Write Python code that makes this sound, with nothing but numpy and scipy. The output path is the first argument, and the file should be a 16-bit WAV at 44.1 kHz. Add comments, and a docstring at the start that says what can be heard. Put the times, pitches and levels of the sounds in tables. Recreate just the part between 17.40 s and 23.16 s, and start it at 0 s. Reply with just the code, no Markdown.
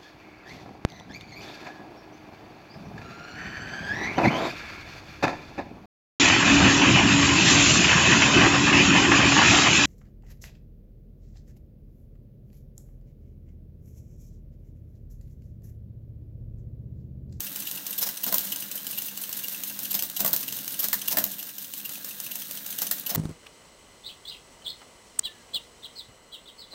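"""Pawls tick, about 6.5 times a second in steady runs, in a mechanical calculator, and a sprung lever rings.
The machine, its cover off, works through a long division on a table in a small room.
Now and then a clutch chatters, the carriage scrapes along its rack and knocks, and short hard snaps stand out.
Gears rattle and a motor hums underneath. Bursts of noise and tiny impacts, coloured by filters and
ringing modes, make the metal sounds; wavering sine waves make the hum."""
import sys
import numpy as np
from scipy import signal
from scipy.fft import rfft, irfft
from scipy.io import wavfile

SR = 44100
rng = np.random.default_rng(int(sys.argv[2]) if len(sys.argv) > 2 else 0)


def dump(signal):
    """Clip the signal to [-1, 1] and save it as 16-bit WAV at the path in sys.argv[1]."""
    limited = np.clip(np.atleast_2d(signal).T, -1, 1)
    pcm = np.round(limited * 32767).astype(np.int16)
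    wavfile.write(sys.argv[1], SR, pcm)


N = 254016  # length in samples, 5.76 s

# Levels in the tables are relative: each layer gets its own gain later.
# runs of pawl and lever ticks, some mostly lever:
# start_s, first_pawl_db, second_pawl_db, lever_tick_db, lever_ring_db, ring_hz
TICK_RUNS = [(.0044, -20.5, -33, -31.5, -32, 2730), (.159, -20.5, -27.5, -31.5, -36, 2680),
             (.312, -20, -29, -33, -31.5, 2780), (0.4656, -19.5, -27.5, -30.5, -33, 2740),
             (.709, -35, -47, -29.5, -47, 3370), (1.0064, -22.5, -29, -31.5, -40, 2900),
             (1.1597, -21, -27.5, -30.5, -27.5, 2834), (1.3135, -20.5, -25, -31, -30.5, 3080),
             (1.4673, -20, -26.5, -33, -32, 2710), (1.6204, -20.5, -30, -32.5, -30.5, 2760),
             (1.774, -21, -26, -29.5, -34, 2970), (1.9278, -19.5, -26.5, -29.5, -40, 3080),
             (2.0822, -20.5, -30, -30.5, -29, 2710), (2.2354, -19.5, -29, -32.5, -31.5, 2690),
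             (2.39, -21, -26, -30, -42, 2780), (2.529, -23, -41, -23, -39, 2850),
             (2.966, -30, -28, -29, -42, 3030), (3.124, -19.5, -27, -31, -31.5, 2910),
             (3.2784, -20, -29.5, -30.5, -33, 2990), (3.553, -39, -36, -28, -29, 3120),
             (3.874, -32, -29, -36, -35, 3080), (4.0275, -23.5, -37, -34, -36, 2746),
             (4.1822, -23, -32, -36, -38, 3110), (4.3364, -24, -29, -37.5, -37, 2630),
             (4.4925, -23, -33, -35.5, -33, 2614), (4.6457, -22.5, -30, -34, -33, 2700),
             (4.801, -22, -31, -31, -34, 2670), (4.9551, -20.5, -32, -31.5, -36, 3340),
             (5.1097, -21.5, -34, -32, -38, 3230), (5.2628, -22, -27.5, -32, -35, 3220),
             (5.404, -33, -36, -25, -43, 2640), (5.519, -34, -42, -34, -41, 3140)]
# clutch teeth chattering as they engage: start_s, level_db, length_s, spring_level_db
CLUTCH = [(0.266, -22.5, 0.0083, -32.5), (0.5775, -16, 0.014, -40), (0.831, -18, 0.011, -36),
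          (1.118, -15, 0.0077, -28), (1.574, -20, 0.014, -34), (2.033, -23.5, 0.012, -35.5),
          (2.446, -22.5, 0.0089, -35.5), (2.5057, -16, 0.01, -60), (2.763, -13, 0.0052, -30),
          (3.075, -22, 0.012, -33.5), (3.388, -18, 0.014, -49), (3.675, -15.5, 0.0099, -28.5),
          (3.981, -26, 0.021, -38.5), (4.446, -21.5, 0.012, -37), (4.9084, -24, 0.011, -32),
          (5.382, -12.5, 0.0056, -33), (5.6608, -16.5, 0.0086, -32)]
# carriage scraping along its rack: start_s, level_db, length_s
SLIDES = [(0.609, -9, 0.029), (0.6565, -11.5, 0.02), (0.87, -10.5, 0.018), (2.535, -11.5, 0.017),
          (2.789, -10.5, 0.017), (3.4194, -12, 0.035), (3.704, -7, 0.024), (5.4085, -12.5, 0.021),
          (5.69, -8, 0.018)]
# carriage rolling free just before its stop: start_s, level_db, length_s
ROLLS = [(.875, -46.5, 0.064), (2.81, -47, 0.041), (3.728, -40, 0.037), (5.712, -40.5, 0.024)]
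# carriage jolting and meeting its stop: start_s, steel_crack_db, frame_clank_db, case_thump_db, clank_hz
BLOWS = [(0.6887, -12.5, -37, -44.5, 1900), (0.8645, -12, -35, -37.5, 1010), (0.9246, -9, -25, -36, 1040),
         (0.9425, -3.5, -34, -36, 990), (2.5423, -10, -47, -42.5, 1330), (2.5502, -10, -49, -42, 1820),
         (2.634, -11.5, -41, -50, 2020), (2.8042, -7.5, -32, -35, 946), (2.8134, -16, -41, -46, 1140),
         (2.8468, -7, -24, -31.5, 1144), (2.8614, -7, -33, -39, 1080), (2.877, -8, -35, -49, 930),
         (2.935, -7.5, -36, -39.5, 1710), (3.4025, -15, -49, -56, 1080), (3.4315, -17, -50, -55, 1100),
         (3.4414, -9.5, -35, -59, 1500), (3.5295, -4.5, -23, -48, 1710), (3.5408, -10.5, -44, -58, 1870),
         (3.7705, -3.5, -21.5, -26, 1910), (3.7852, -4, -37, -46, 1490), (5.4179, -8.5, -36, -38.5, 1460),
         (5.5117, -4.5, -27.5, -48, 1750), (5.7481, -9, -24.5, -36, 1040),
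         (5.7564, -11.5, -24.5, -37, 1030)]
# short hard snaps of light latches and stray pawls: start_s, level_db
SNAPS = [(0.62, -14), (0.627, -9), (0.841, -13), (0.9821, -4), (0.9904, -12), (1.4457, -25), (1.5845, -22),
         (1.8925, -15), (2.6237, -7), (2.6991, -15), (2.931, -4.5), (2.963, -6.5), (3.0823, -21),
         (3.245, -20), (3.4846, -11), (3.683, -13), (3.8402, -4.5), (3.8646, -18), (5.597, -17.5)]
# slow drift of the running works: time_s, gear_rattle_db, frame_grind_db
LOAD = [(0, -31, -52), (.46, -32.5, -52.5), (.78, -32, -54), (1.04, -29, -50.5), (1.3, -33.5, -53),
        (1.6, -30.5, -52.5), (1.75, -34, -54), (2.0, -31, -53), (2.45, -31.5, -52.5), (2.74, -32, -53),
        (3.0, -30.5, -51.5), (3.7, -32.5, -51.5), (4.13, -36, -57), (4.5, -34.5, -55), (5.2, -33.5, -53.5),
        (5.76, -33, -51.5)]
# moments when the main shaft rests before a carriage shift and the motor idles: time_s
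IDLES = [.78, 2.71, 3.625, 5.625]
# hum of the motor at multiples of the mains: pitch_hz, level_db
HUM = [(100, -73.5), (200, -59), (300, -70)]
# how long the room rings, as the time to fall by 60 dB: pitch_hz, fall_s
ROOM = [(150, 0.7), (1000, 0.25), (5000, 0.43), (15000, 0.29)]

# dense ring of each part or sound, as a relative spectrum: pitch_hz, level_db (per Hz)
PAWL_COLOUR = [(240, -50), (400, -8.5), (1460, -19), (1990, -18), (3020, -1.5), (3310, -12), (6340, -6.5),
               (6850, -8), (8760, -18.5), (9610, -11), (11800, -0.5), (13500, 2), (16000, 0)]
THIN_PAWL_COLOUR = [(240, -38), (400, -10), (2000, -22), (3100, -14), (6500, -5), (10000, -1.5),
                    (12200, 0.5), (13700, 5), (16000, 0)]
LEVER_COLOUR = [(80, -64), (400, -16), (2000, -21), (2700, -7), (3600, -5), (4500, -4.5), (6200, -10.5),
                (8000, -2.5), (11000, -2), (13700, -3), (16000, -1.5)]
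CLUTCH_COLOUR = [(80, -75), (400, -16.5), (2200, -31), (2900, -6), (3600, -11.5), (6000, -9.5), (9000, -11),
                 (11500, -23), (12500, 6.5), (14000, -1), (16000, -6)]
RACK_COLOUR = [(180, -52), (300, -11), (994, -11.5), (1230, -17), (1460, -16.5), (2400, -15), (2880, -17),
               (3700, -16), (5160, -13), (6960, -9.5), (10900, -8), (14000, -1.5), (16000, 1.5)]
STEEL_COLOUR = [(1180, -14), (2000, -20.5), (2380, -16), (2780, -9), (4610, -7.5), (6200, -6), (8400, -5.5),
                (9490, -10), (11500, -4.5), (13600, 5), (16000, 2.5)]
CLANK_COLOUR = [(100, -78), (400, -48), (800, -2.5), (1100, -3.5), (1350, -7), (1550, -4), (2000, -2),
                (2400, -13.5), (4000, -11)]
THUMP_COLOUR = [(30, -36), (100, -16.5), (200, 5.5), (330, -7.5), (450, -12.5), (650, 3), (850, -11.5),
                (1400, -26)]
GEAR_COLOUR = [(1180, -24), (2000, -12.5), (2670, -18.5), (2760, -3), (3040, -8), (3810, -1), (4730, -8),
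               (6880, -3.5), (7190, -9), (8260, -4), (10200, -7), (15100, -2), (16000, 8.5)]
FRAME_COLOUR = [(210, -41), (350, -4.5), (400, -7), (532, 0.5), (679, -3.5), (1280, -5), (1610, 2),
                (1780, -3.5), (1940, -1.5), (2110, -7), (2390, -6), (2600, -4), (3380, -16), (5720, -120)]
CASE_COLOUR = [(15, -42), (25, -32), (64, -32.5), (134, 0), (165, 0.5), (188, -3), (200, 6), (233, -2),
               (288, 2), (313, -4.5), (344, -9), (369, -15), (420, -16.5), (550, -45), (920, -120)]
SIZZLE_COLOUR = [(500, -33.5), (3500, -10), (10500, -13.5), (12600, -5.5), (13800, 6.5), (14600, -7),
                 (16000, -7.5)]

# clearest ringing modes of each part: pitch_hz, smallest_width_hz (a wider one rings shorter), level_db
PAWL_MODES = [(4000, 59, -11), (5870, 61, -37), (6430, 36, 5), (7600, 74, 7), (7750, 190, -2),
              (8100, 33, -1), (8960, 52, 10), (9950, 28, -4), (10780, 100, 7), (12500, 45, -9),
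              (14000, 160, 1.5), (15400, 54, -39)]
LEVER_MODES = [(2720, 56, -11), (3120, 450, 0.5), (6200, 270, 7), (13700, 560, 0)]
CLUTCH_MODES = [(11900, 450, 0), (12840, 370, -6)]
SPRING_MODES = [(2810, 30, -1.6), (2910, 210, -0.39)]
RACK_MODES = [(4140, 580, -5.5), (5330, 340, 0), (6130, 1100, 2.5)]
FRAME_MODES = [(1225, 15, 0), (1530, 93, 1), (1970, 84, -1.4)]
CASE_MODES = [(221, 54, -11), (278, 27, -2), (594, 110, -16), (668, 92, 3.5)]

# every row of TICK_RUNS places its ticks by the same lags after its start
BOUNCE_S, BOUNCE_DB = 0.0101, -11.5  # the first pawl hops once
SECOND_PAWL_S, LEVER_S = .041, .062
MESH_S, MESH_WIDTH_S, MESH_DB = 0.041, 0.021, 2  # gears rattle harder while driving the digit wheels
RUMBLE_DB = -.5  # case rumble against the frame grind
# each blow leaves the whole machine shuddering, in proportion to its thump
SHUDDER_S, SHUDDER_GRIND_DB, SHUDDER_RUMBLE_DB = 0.066, -13.5, -12
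IDLE_WIDTH_S, IDLE_RUMBLE_DB, IDLE_HUM_DB, IDLE_SIZZLE_DB = 0.045, -4.5, -13, -15
EDGE_HZ = 15780  # upper edge of the whole sound


def pawls():
    """Dry, bright ticks: a heavy pawl drops and hops, then a thinner one follows."""
    s, first_db, second_db = np.transpose(TICK_RUNS)[:3]
    heavy = strikes(s, first_db, rise=.0004, decays=.0028, shake_db=-19, shake=.022)
    hop = strikes(s + BOUNCE_S, first_db + BOUNCE_DB, rise=0.00045, decays=0.0016, shake_db=-20, shake=.015)
    thin = strikes(s + SECOND_PAWL_S, second_db, rise=0.00073, decays=0.0082, shake_db=-23, shake=.014)
    heavy_tick = part(heavy, PAWL_COLOUR, PAWL_MODES, ring_db=-8.5)
    light_ticks = coloured(hop + thin, THIN_PAWL_COLOUR)
    return amp(-3.0) * heavy_tick + amp(-1.0) * light_ticks


def lever():
    """Last in each run of ticks the sprung lever returns: a softer tick that rings near 3 kHz."""
    start_s, _, _, tick_db, ring_db, ring_hz = np.transpose(TICK_RUNS)
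    s = start_s + LEVER_S
    force = strikes(s, tick_db, rise=0.00098, decays=0.0068, shake_db=-32, shake=.015)
    tick = part(force, LEVER_COLOUR, LEVER_MODES, ring_db=-6.5)
    ring = pings(s, ring_db, ring_hz, decay=0.0055, spread=0.046)
    return amp(-1) * tick + amp(-2.5) * ring


def clutch():
    """Engaging teeth make a short, zinging chatter that sets a spring ringing."""
    s, db, length, spring_db = np.transpose(CLUTCH)
    teeth = rubs(zip(s, db, length), rise=.004, release=.005, per_s=2600, spread_db=2.5)
    spring = rubs(zip(s, spring_db, length), rise=.004, release=.004, per_s=5000, spread_db=1)
    chatter = part(teeth, CLUTCH_COLOUR, CLUTCH_MODES, ring_db=-9.0)
    return amp(-6) * chatter + amp(-4) * rung(spring, SPRING_MODES)


def carriage():
    """It scrapes and rolls; each blow cracks in the steel, clanks in the frame and thumps in the case."""
    s, crack_db, clank_db, thump_db, clank_hz = np.transpose(BLOWS)
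    scrape = rubs(SLIDES, rise=.007, release=0.007, per_s=4500, spread_db=2.0)
    slide = part(scrape, RACK_COLOUR, RACK_MODES, ring_db=-14.0)
    steel_hit = strikes(s, crack_db, rise=0.00081, decays=0.0017, shake_db=-10.5, shake=0.015)
    crack = coloured(steel_hit, STEEL_COLOUR)
    frame_hit = strikes(s, clank_db, rise=.0002, decays=.0028, shake_db=-13.5, shake=0.027)
    clank = part(frame_hit, CLANK_COLOUR, FRAME_MODES, ring_db=-6.5)
    ping = pings(s, clank_db, clank_hz, decay=0.0049, spread=0.069)
    case_hit = strikes(s, thump_db, rise=0.00071, decays=0.0035, shake_db=-12, shake=0.047)
    roll = rubs(ROLLS, rise=0.0024, release=0.019, per_s=1800, spread_db=5.5)
    thump = part(case_hit + roll, THUMP_COLOUR, CASE_MODES, ring_db=-4.0)
    high = amp(-11.5) * slide + amp(-7.5) * crack
    low = amp(-5.0) * clank + amp(-2.5) * ping + amp(-2.5) * thump
    return high + low


def snaps():
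    """Light latches and stray pawls snap hard in steel, mostly over in a couple of milliseconds."""
    force = strikes(*np.transpose(SNAPS), rise=.0008, decays=.0011, shake_db=-25, shake=.016)
    return amp(-6) * coloured(force, STEEL_COLOUR)


def gear_train():
    """Backlash (slack) in the gears rattles without pause, grinds in the frame and rumbles in the case."""
    s, *columns = np.transpose(LOAD)
    rattle_db, grind_db = (np.interp(np.arange(N) / SR, s, c) for c in columns)
    mesh, shaken = meshing(), np.sqrt(shudder())
    # teeth take up their slack at uneven moments, each contact a tiny tick
    contacts_per_s = 115 * np.exp(.5 * wander(rate_hz=60))
    contact = np.diff(np.floor(np.cumsum(contacts_per_s) / SR), prepend=0)
    hardness = amp(2.2 * np.clip(rng.standard_normal(N), -2, 1.5))
    # each contact's power dies away with a time constant of 1.7 ms
    ticking = signal.lfilter([1], [1, -np.exp(-1 / (.0017 * SR))], contact * hardness ** 2)
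    ticks = evened(np.sqrt(ticking) * rng.standard_normal(N))
    teeth = ticks + .6 * grains(per_s=9000, spread_db=2)
    rattle = coloured(teeth * amp(rattle_db + MESH_DB * mesh), GEAR_COLOUR)
    # hypot adds the powers of the steady running and the shudder
    steady_grind = amp(grind_db + 1.4 * mesh + 1.8 * wander(rate_hz=37))
    grinding = np.hypot(steady_grind, amp(SHUDDER_GRIND_DB) * shaken)
    steady_rumble = amp(grind_db + RUMBLE_DB + 0.81 * wander(rate_hz=11))
    rumbling = np.hypot(steady_rumble, amp(SHUDDER_RUMBLE_DB) * shaken)
    rumbling = rumbling * amp(IDLE_RUMBLE_DB * swells(IDLES, IDLE_WIDTH_S))
    grind = coloured(grains(per_s=2500, spread_db=2.0) * grinding, FRAME_COLOUR)
    rumble = coloured(rng.standard_normal(N) * rumbling, CASE_COLOUR)
    return amp(-2.0) * rattle + amp(-1.5) * grind + amp(-1.5) * rumble


def meshing():
    """Swells once in each run of ticks, while the digit wheels are driven."""
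    return swells(np.transpose(TICK_RUNS)[0] + MESH_S, MESH_WIDTH_S)


def shudder():
    """Power that the blows leave in the machine, dying away."""
    kicks = np.zeros(N)
    for s, _, _, thump_db, _ in BLOWS:
        add(kicks, s, [amp(thump_db) ** 2])
    return signal.lfilter([1], [1, -np.exp(-2 / (SHUDDER_S * SR))], kicks)


def motor():
    """Wavering mains hum under a fine sizzle; both follow the load and sink when the motor idles."""
    t = np.arange(N) / SR
    s, rattle_db, grind_db = np.transpose(LOAD)
    idle = swells(IDLES, IDLE_WIDTH_S)
    hum = np.zeros(N)
    for hz, db in HUM:
        level = amp(db + 3.5 * np.clip(wander(rate_hz=9), -2, 1))
        slip = .4 * wander(rate_hz=11.0)  # unsteady phase, in radians
        hum += level * np.sqrt(2) * np.sin(2 * np.pi * hz * t + slip)
    hum_db = np.interp(t, s, grind_db - grind_db.mean()) + IDLE_HUM_DB * idle
    sizzle_db = np.interp(t, s, rattle_db) - 9.5 + 4.7 * meshing() + IDLE_SIZZLE_DB * idle
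    sizzle = coloured(grains(per_s=12000, spread_db=3.5), SIZZLE_COLOUR)
    return amp(hum_db) * hum + amp(sizzle_db) * sizzle


def room(x):
    """Sparse reflections of random sign, each band dying at its own speed."""
    taps = np.zeros(SR // 2)
    at = np.arange(SR // 200, len(taps) - 20, 20)  # the first comes after 5 ms
    taps[at + rng.integers(0, 20, len(at))] = rng.choice([-1., 1.], len(at))
    hz, t, bands = signal.stft(taps, SR, nperseg=256)
    fading = amp(-60 * t / read(ROOM, hz)[:, None])
    tail = signal.istft(bands * fading, SR)[1]
    return signal.oaconvolve(x, tail / np.linalg.norm(tail))[:N]


def strikes(times, levels_db, rise, decays, shake_db, shake):
    """Each blow is a fast noise crack, then loose neighbouring parts shake for a moment (times in s)."""
    t, power = np.arange(SR // 4) / SR, np.zeros(N)
    for s, db, decay in np.broadcast(times, levels_db, decays):
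        fall = np.exp(-t / decay) + amp(shake_db) * np.exp(-t / shake)
        shape = (1 - np.exp(-t / rise)) * fall
        add(power, s, (amp(db) * shape / shape.max()) ** 2)
    return np.sqrt(power) * rng.standard_normal(N)


def rubs(rows, rise, release, per_s, spread_db):
    """Surfaces skip over each other for a short while: a swell of tiny impacts (times in s)."""
    t, swell = np.arange(SR // 4) / SR, np.zeros(N)
    for s, db, length in rows:
        fall = np.exp(-np.maximum(t - length, 0) / release)
        add(swell, s, amp(db) * (1 - np.exp(-t / rise)) * fall)
    return swell * grains(per_s, spread_db)


def grains(per_s, spread_db):
    """Tiny impacts at random moments, a few much harder than the rest, scaled to rms 1."""
    size = amp(spread_db * np.minimum(rng.exponential(1, N), 4))
    sign = rng.choice([-1., 1.], N)
    return evened(size * sign * (rng.random(N) < per_s / SR))


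def pings(times, levels_db, pitches_hz, decay, spread):
    """A struck part sings as a cluster of seven close modes around the given pitch."""
    t, out = np.arange(SR // 8) / SR, np.zeros(N)
    shape = (1 - np.exp(-t / 0.002)) * np.exp(-t / decay)
    for s, db, hz in zip(times, levels_db, pitches_hz):
        cluster = hz * (1 + spread * np.linspace(-1, 1, 7))
        cycles = cluster[:, None] * t + rng.random((len(cluster), 1))  # random starting phases
        ring = np.sin(2 * np.pi * cycles).sum(0) * shape
        add(out, s, amp(db) * ring * np.linalg.norm(shape) / np.linalg.norm(ring))
    return out


def part(force, colour, modes, ring_db):
    """A metal part answers a force with a dense ring and a few clear modes."""
    return coloured(force, colour) + amp(ring_db) * rung(force, modes)


def coloured(x, colour):
    """Filters with the given spectrum, at unit energy, so that each push sounds only after it happens."""
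    hz = abs(np.fft.fftfreq(4096, 1 / SR))
    log_gain = np.log(amp(np.maximum(read(colour, hz), -100)))
    # minimum phase: the answer comes as early as this spectrum allows
    taps = np.fft.ifft(np.exp(np.conj(signal.hilbert(log_gain)))).real[:2048]
    return signal.oaconvolve(x, taps / np.linalg.norm(taps))[:N]


def rung(x, modes):
    """Rings a set of damped modes, of unit energy together; oiled joints keep every ring short."""
    t = np.arange(SR // 4) / SR
    hz, width, db = np.transpose(modes)[:, :, None]
    width = np.maximum(width, .022 * hz)
    fading = np.exp(-np.pi * width * t)
    taps = (amp(db) * width * fading * np.cos(2 * np.pi * hz * t)).sum(0)
    return signal.oaconvolve(x, taps / np.linalg.norm(taps))[:N]


def swells(times, width_s):
    """A smooth bump of height 1 around each moment; bumps that overlap add up."""
    t = np.arange(N) / SR
    return sum(np.exp(-((t - s) / width_s) ** 2) for s in times)


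def wander(rate_hz):
    """Slow random drift of rms 1: noise with its changes faster than rate_hz weakened."""
    hz = np.fft.rfftfreq(N, 1 / SR)
    slow = rfft(rng.standard_normal(N)) / (1 + (hz / rate_hz) ** 4)
    return evened(irfft(slow, N))


def read(points, hz):
    """Reads a table of values between its points, on a log-frequency axis."""
    f, value = np.transpose(points)
    return np.interp(np.log(hz + 1), np.log(f + 1), value)


def amp(db):
    """Decibels to gain."""
    return 10 ** (np.asarray(db) / 20)


def evened(x):
    """Scales to rms 1."""
    return x / np.sqrt(np.mean(x ** 2) + 1e-20)


def add(mix, s, sound):
    """Adds a sound into the mix at time s, in seconds."""
    place = mix[max(round(s * SR), 0):][:len(sound)]  # a view, so the mix itself changes
    place += sound[:len(place)]


def scene():
    """The machine close by, the room behind it."""
    works = pawls() + snaps() + lever() + clutch() + carriage() + gear_train()
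    heard = works + amp(-11.0) * room(works) + motor()
    scatter = rng.standard_normal(SR // 250)  # a cluttered wall smears its echo over 4 ms
    echo = signal.oaconvolve(works, scatter / np.linalg.norm(scatter))
    add(heard, .0105, amp(-12.0) * echo)
    return heard[None]


def record(dry):
    """Cuts off the treble steeply around EDGE_HZ."""
    low_pass = signal.firwin(401, EDGE_HZ, window=("kaiser", 7), fs=SR)
    return signal.oaconvolve(dry, low_pass[None], "same")


dry = scene()
out = record(dry)
dump(out)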